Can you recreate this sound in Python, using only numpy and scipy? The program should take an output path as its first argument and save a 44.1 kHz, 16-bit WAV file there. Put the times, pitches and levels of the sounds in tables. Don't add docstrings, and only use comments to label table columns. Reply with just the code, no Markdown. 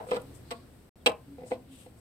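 import sys
import numpy as np
from scipy import signal
from scipy.fft import rfft, irfft, next_fast_len
from scipy.io import wavfile
from scipy.ndimage import uniform_filter1d

SR = 44100
rng = np.random.default_rng(int(sys.argv[2]) if len(sys.argv) > 2 else 0)


def dump(signal):
    limited = np.clip(np.atleast_2d(signal).T, -1, 1)
    pcm = np.round(limited * 32767).astype(np.int16)
    wavfile.write(sys.argv[1], SR, pcm)


def voltage_ratio(decibels):
    exponent = np.asarray(decibels, float) / 20
    return 10 ** exponent


N = 88244


def unit(x):
    return x / np.sqrt(np.mean(x ** 2))


def band(x, hz, width):
    return signal.lfilter(*signal.iirpeak(min(hz, .45 * SR), hz / width, fs=SR), x)


def level_at(hz, points):
    p = np.array(points)
    return np.interp(np.log(hz), np.log(p[:, 0]), p[:, 1])


def colour(x, points):
    size = next_fast_len(N + 4096)
    f, p = np.arange(1025) * SR / 2048, np.array(points)
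    log_gain = np.log(voltage_ratio(np.interp(np.log(f + 1), np.log(p[:, 0]), p[:, 1])))
    cepstrum = irfft(log_gain)
    cepstrum[1:1024] *= 2
    cepstrum[1025:] = 0
    response = rfft(irfft(np.exp(rfft(cepstrum))), size)
    return irfft(rfft(x, size) * response, size)[..., :N]


def walk(rate):
    k = int(SR / rate)
    steps = np.repeat(rng.standard_normal(N // k + 1), k)
    return 1.3 * uniform_filter1d(uniform_filter1d(steps, k), k)[:N]


# (start [s], length [s], level [dB], centre [Hz])
RUBS = [(-.05, 0.14, -44.5, 700), (0.214, 0.015, -47, 10800), (0.326, 0.1, -55, 8800),
        (0.066, 0.088, -54.5, 9000), (0.069, 0.17, -62, 3000), (0.2, 0.29, -72, 3800),
        (0.246, 0.23, -97, 8340), (0.434, 0.29, -65, 4560), (0.45, 0.21, -62.5, 7800),
        (1.38, 0.045, -77, 1900), (1.446, 0.11, -55, 8100), (1.656, 0.32, -67, 3210),
        (1.684, 0.28, -56.5, 9440), (1.961, 0.059, -63, 8600)]


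def rubbing():
    grain_db, relative_width = 2.2, 0.56
    t, out = np.arange(N) / SR, 0
    grain_size = voltage_ratio(grain_db * rng.exponential(size=N) + 2.5 * walk(60))
    grains = unit(grain_size * rng.standard_normal((2, N)))
    for s, length, db, hz in RUBS:
        u = np.clip((t - s) / length, 0, 1)
        swell = np.sin(np.pi * u ** 0.62) ** 1.57
        width = relative_width * hz
        out = out + voltage_ratio(db) * swell * unit(band(band(grains, hz, width), hz, width))
    return out


# (pitch [Hz], density [dB per Hz])
TOWN = [(30, -9.5), (75, -2.5), (125, -2.5), (280, -6.5), (520, -14.5), (1200, -25), (4000, -35),
        (15000, -22)]
# (time [s], level [dB])
TOWN_GAIN = [(0, 3.5), (.3, 5), (.6, 1.5), (.89, -0.5), (.96, -1), (1.3, 0.5), (2, -1)]
# (centre [Hz], width [Hz], level [dB])
HUM = [(75.2, 9.5, -8), (117.6, 12, -8)]


def town():
    town_db, alike_hz = -57, 450
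    out, gain = 0, np.array(TOWN_GAIN)
    for hz in 30 * 2 ** np.arange(0, 9.3, .5):
        mid, side = (unit(band(band(rng.standard_normal(N), hz, hz / 2), hz, hz / 2)) for _ in range(2))
        db = level_at(hz, TOWN) + 10 * np.log10(hz / 75) + 0.59 * walk(7.9)
        alike = 1 / (1 + (hz / alike_hz) ** 2)
        both = np.sqrt(1 + alike) * mid
        differ = np.sqrt(1 - alike) * side * np.array([[1], [-1]])
        out = out + voltage_ratio(db) * (both + differ)
    hum = sum(voltage_ratio(db) * unit(band(rng.standard_normal(N), hz, w)) for hz, w, db in HUM)
    return (unit(out) + hum) * voltage_ratio(town_db + np.interp(np.arange(N) / SR, gain[:, 0], gain[:, 1]))


# (time [s], loss [dB])
GRIPS = [(0.079, 11), (0.103, -2), (0.136, 16), (0.148, -11), (.18, 28), (.54, 3), (1.079, 9), (1.123, 5),
         (1.399, 8), (1.428, 8), (1.452, 20), (1.473, 8), (1.531, 4), (1.546, 9), (1.879, 8)]


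def ring(x, modes):
    grip_s, longest_t60_s = 0.0013, .15
    chatter_db, chatter_rate = 2.2, 120
    port_turn, port_scatter, apart_hz = 2.39, 1, 763
    t, out = np.arange(N) / SR, 0
    choke = voltage_ratio(-sum(abs(db) * np.clip((t - s) / grip_s, 0, 1) for s, db in GRIPS))
    for k, (hz, db, t60) in enumerate(modes):
        longest = longest_t60_s * min(1, np.sqrt(900 / hz))
        r = np.exp(-np.log(1000) / (np.clip(t60, .005, longest) * SR))
        tone = choke * signal.lfilter([1], [1, -r * np.exp(2j * np.pi * hz / SR)], x / choke)
        tone = (-1) ** k * voltage_ratio(db + chatter_db * walk(chatter_rate)) * tone
        apart = (port_turn + (-1) ** (k // 2) * port_scatter) / (1 + (apart_hz / hz) ** 6)
        left = (tone * np.exp(.5j * apart)).imag
        right = (tone * np.exp(-.5j * apart)).imag
        out = out + np.array([left, right])
    return out


# (pitch [Hz], level [dB], time to fall 60 dB [s])
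TOOL = [(2250, -9, 0.036), (2420, -1.5, 0.12), (2664, 2.5, 0.035), (2835, -4, 0.028), (2943, -5, 0.049),
        (3120, -8, .05), (3240, -2, 0.054), (3680, -9, 0.024), (3865, 4, 0.028), (4190, -12, 0.042),
        (5310, -12, 0.025), (5600, -8, .03), (8270, -8, 0.016), (14200, -27, .04)]
# (centre [Hz], width [Hz], level [dB])
GRIT = [(1060, 390, 6.5), (3000, 5960, 4.5), (7910, 620, 4.5), (13440, 5000, 0)]


def contacts(rows, panel):
    push_s, tick_s = 0.00039, .00008
    softer_when_weak = 0.47
    t = np.arange(N) / SR
    push, tick, spray = np.zeros(N), np.zeros(N), np.zeros(N)
    for s, panel_db, tool_db, grit_db, length in rows:
        i = int(s * SR)
        span = slice(i, i + 8000)
        u = t[span] - s + 1 / SR
        soft_s = push_s * voltage_ratio(-softer_when_weak * (panel_db + 28.5))
        push[span] += voltage_ratio(panel_db) * np.exp(-u / soft_s) / (soft_s * SR)
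        tick[span] += voltage_ratio(tool_db) * np.exp(-u / tick_s) / (tick_s * SR)
        spray[span] += voltage_ratio(grit_db) * np.exp(-u / max(length, .001))
    grains = rng.standard_normal((2, N)) * voltage_ratio(2.9 * rng.exponential(size=N))
    grit = spray * unit(grains)
    grit_sound = sum(voltage_ratio(db) * band(grit, hz, w) for hz, w, db in GRIT)
    panel_ring = ring(push + voltage_ratio(-30) * grit[0], panel)
    tool_ring = ring(tick + voltage_ratio(-48) * grit[0], TOOL)
    return panel_ring + tool_ring + voltage_ratio(-3.5) * grit_sound


# (pitch [Hz], level [dB], time to fall 60 dB [s])
PANEL_DROP = [(197, -14, 0.092), (407, -16, 0.067), (454, -3.5, 0.067), (496, -1, 0.033),
              (551, -5.5, 0.061), (623.8, -5, 0.17), (749, -15, 0.083), (780, -10.5, 0.1), (843, -8, 0.048),
              (1028, -4, 0.18), (1264, -16, 0.1), (1425, -21.5, 0.11), (1970, -14.5, .08)]
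# (time [s], panel level [dB], tool level [dB], grit level [dB], grit length [s])
DROPS = [(.001, -36, -70, -79, 0.03), (.0075, -43.5, -63, -70, .01), (.026, -39.5, -73, -79.5, .01),
         (1.0605, -20, -23, -23, 0.0034), (1.0632, -32.5, -26, -27.5, 0.0045),
         (1.066, -39, -18.5, -26, 0.0038), (1.0695, -35.5, -24, -38, 0.005),
         (1.0728, -20, -32.5, -29.5, 0.004), (1.0805, -34, -43, -39, .005),
         (1.086, -25.5, -49, -48, 0.0074), (1.094, -34.5, -46, -43, 0.0068),
         (1.101, -33.5, -53, -55, 0.0051), (1.118, -29.5, -60, -51.5, 0.0061)]


def socket_drops():
    return contacts(DROPS, PANEL_DROP)


# (pitch [Hz], level [dB], time to fall 60 dB [s])
PANEL_TURN = [(201, -13.5, 0.055), (455, -17.5, 0.023), (495.6, -1, 0.049), (667, -8, 0.021),
              (779, -10, 0.05), (1010, -6.5, 0.098), (1168, -12.5, 0.042), (1277, -16.5, 0.073),
              (1390, -12, 0.06), (1712, -14, 0.05), (2034, -18.5, 0.08), (2420, -14, .06),
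              (2740, -25, 0.044), (2923, -24.5, .03)]
# (time [s], panel level [dB], tool level [dB], grit level [dB], grit length [s])
TURNS = [(.067, -34.5, -81, -68, 0.02), (.087, -33.5, -65, -57, 0.03), (.0925, -33.5, -73, -68, .01),
         (.11, -30, -46, -39, 0.0044), (.1153, -19, -45, -43, 0.0032), (.1205, -36, -45, -50, 0.0061),
         (.1277, -45.5, -57, -47.5, 0.018), (.1335, -22, -56.5, -56, 0.0043),
         (.1395, -32.5, -61.5, -49, 0.0039), (.145, -26, -61, -47, 0.0064), (.152, -30, -65.5, -52.5, .006),
         (.1585, -34.5, -64, -44, 0.0057), (.162, -31, -60.5, -48, .005), (.167, -23, -52, -47, 0.006),
         (.198, -39.5, -66, -57, 0.0072), (.218, -39, -69, -65, .006)]


def socket_turns():
    return contacts(TURNS, PANEL_TURN)


def whistles(rows, wobble):
    t, out, drift = np.arange(N) / SR, np.zeros(N), walk(35.9)
    for s, length, hz, end_hz, db in rows:
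        u = np.clip((t - s) / length, 0, 1)
        f = (hz + (end_hz - hz) * u) * (1 + wobble * drift)
        swell = voltage_ratio(db - 6 + 2.1 * drift) * np.sin(np.pi * u) ** 0.5
        out += swell * np.sin(2 * np.pi * np.cumsum(f) / SR)
    return out


# (start [s], length [s], start pitch [Hz], end pitch [Hz], level [dB])
CHIRPS = [
    (.105, 0.081, 14200, 14250, -70),
    (.97, 0.078, 3700, 3680, -76),
    (1.0, 0.036, 3600, 3000, -69),
    (1.24, 0.1, 4600, 4540, -79),
]


def squeak_and_bird():
    return whistles(CHIRPS, wobble=0.0044)


# (start [s], length [s], start pitch [Hz], end pitch [Hz], level [dB])
COOS = [
    (.2, 0.14, 272, 282.4, -48),
    (.53, 0.086, 233.3, 247, -49),
    (1.26, 0.12, 282, 272, -45.5),
    (1.52, 0.114, 221.5, 266, -48),
    (1.67, 0.095, 275.4, 260, -45),
]


def dove():
    return whistles(COOS, wobble=0.01)


# (pitch [Hz], level [dB], time to fall 60 dB [s])
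PANEL_LIFT = [(235.6, -12, 0.11), (472, -7, 0.083), (536, -7, 0.067), (689, -8.5, 0.12), (1106, -1.5, 0.14),
              (1410, -5, 0.053), (2040, -13, 0.092)]
# (time [s], panel level [dB], tool level [dB], grit level [dB], grit length [s])
LIFTS = [
    (.5075, -49.5, -55.5, -41.5, 0.0036),
    (.511, -31, -58, -35.5, 0.01),
    (.519, -65, -46, -68.5, 0.0056),
]


def socket_lifts():
    return contacts(LIFTS, PANEL_LIFT)


# (pitch [Hz], level [dB], time to fall 60 dB [s])
PANEL_PULL = [(218, -15.5, 0.036), (515.8, -2, 0.055), (670, -10.5, 0.067), (751, -6, 0.025),
              (1042, -14, 0.059), (1470, -24, 0.084), (2042, -14.5, 0.078), (2280, -20, 0.074),
              (2490, -15, 0.073), (2690, -34, 0.035)]
# (time [s], panel level [dB], tool level [dB], grit level [dB], grit length [s])
PULLS = [(1.383, -35.5, -88, -69, 0.018), (1.391, -45, -88, -70.5, 0.012), (1.407, -39.5, -85, -69, 0.0076),
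         (1.418, -36.5, -80, -75, 0.005), (1.434, -33.5, -78, -66, 0.0085), (1.447, -48.5, -80, -68, .008),
         (1.462, -37, -78, -64, 0.0066), (1.482, -51, -72, -61, 0.011), (1.5055, -41, -67, -56, 0.01),
         (1.5105, -29, -68, -53.5, 0.0074), (1.5167, -19.5, -54, -52.5, 0.019),
         (1.534, -39.5, -62, -56, .008), (1.541, -39, -61, -66, 0.0093), (1.554, -43, -69, -66, 0.011),
         (1.8625, -37.5, -80, -63, 0.013)]


def second_pull():
    return contacts(PULLS, PANEL_PULL)


def echo(x):
    echo_db, t60_s, treble_t60_s = -12, .2, .08
    t = np.arange(SR // 2) / SR
    low, high = rng.standard_normal((2, 2, len(t)))
    low = signal.lfilter(*signal.butter(2, 1100, fs=SR), low[0] + .7 * low)
    tail = low * voltage_ratio(-60 * t / t60_s) + .45 * high * voltage_ratio(-60 * t / treble_t60_s)
    tail = tail / np.sqrt(np.sum(tail ** 2, axis=1, keepdims=True))
    return voltage_ratio(echo_db) * signal.fftconvolve(x[None], tail, axes=1)[:, :N]


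def scene():
    radiates_hz = 228
    work = socket_turns() + second_pull() + socket_drops() + socket_lifts()
    work = signal.sosfilt(signal.butter(3, radiates_hz, "high", fs=SR, output="sos"), work)
    near = np.array([work[0], colour(work[1], [(6000, 1.5), (7800, -11)])])
    birds = dove() + squeak_and_bird()
    return near + echo(work[0]) + rubbing() + birds + town()


# (pitch [Hz], level [dB])
LEFT_PORT = [(100, 3), (4500, 4.5), (6500, -4.5), (7400, -1.5), (8200, 6), (9800, -6), (12000, -2.5),
             (15500, -12.5)]
# (pitch [Hz], level [dB])
RIGHT_PORT = [(100, 2.5), (700, 2.5), (1000, -0.5), (1500, 5), (4200, 5), (6200, -4), (7600, -23),
              (15000, -11)]


def microphone_ports(dry):
    return np.array([colour(dry[0], LEFT_PORT), colour(dry[1], RIGHT_PORT)])


def roll_off(x):
    return signal.sosfilt(signal.butter(12, 15830, fs=SR, output="sos"), x)


def record(dry):
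    cut_s, resume_s, blip_db, top_hz = .8945, .9585, -54, 15800
    t = np.arange(N) / SR
    x = microphone_ports(dry)
    x = signal.sosfilt(signal.ellip(8, .2, 60, top_hz, fs=SR, output="sos"), x)
    gate = np.clip(np.maximum(cut_s - t, t - resume_s) / .001, 0, 1)
    blip = voltage_ratio(blip_db) * ((t > .9568) & (t < .9574))
    return roll_off(x * gate + blip)


dry = scene()
out = record(dry)
dump(out)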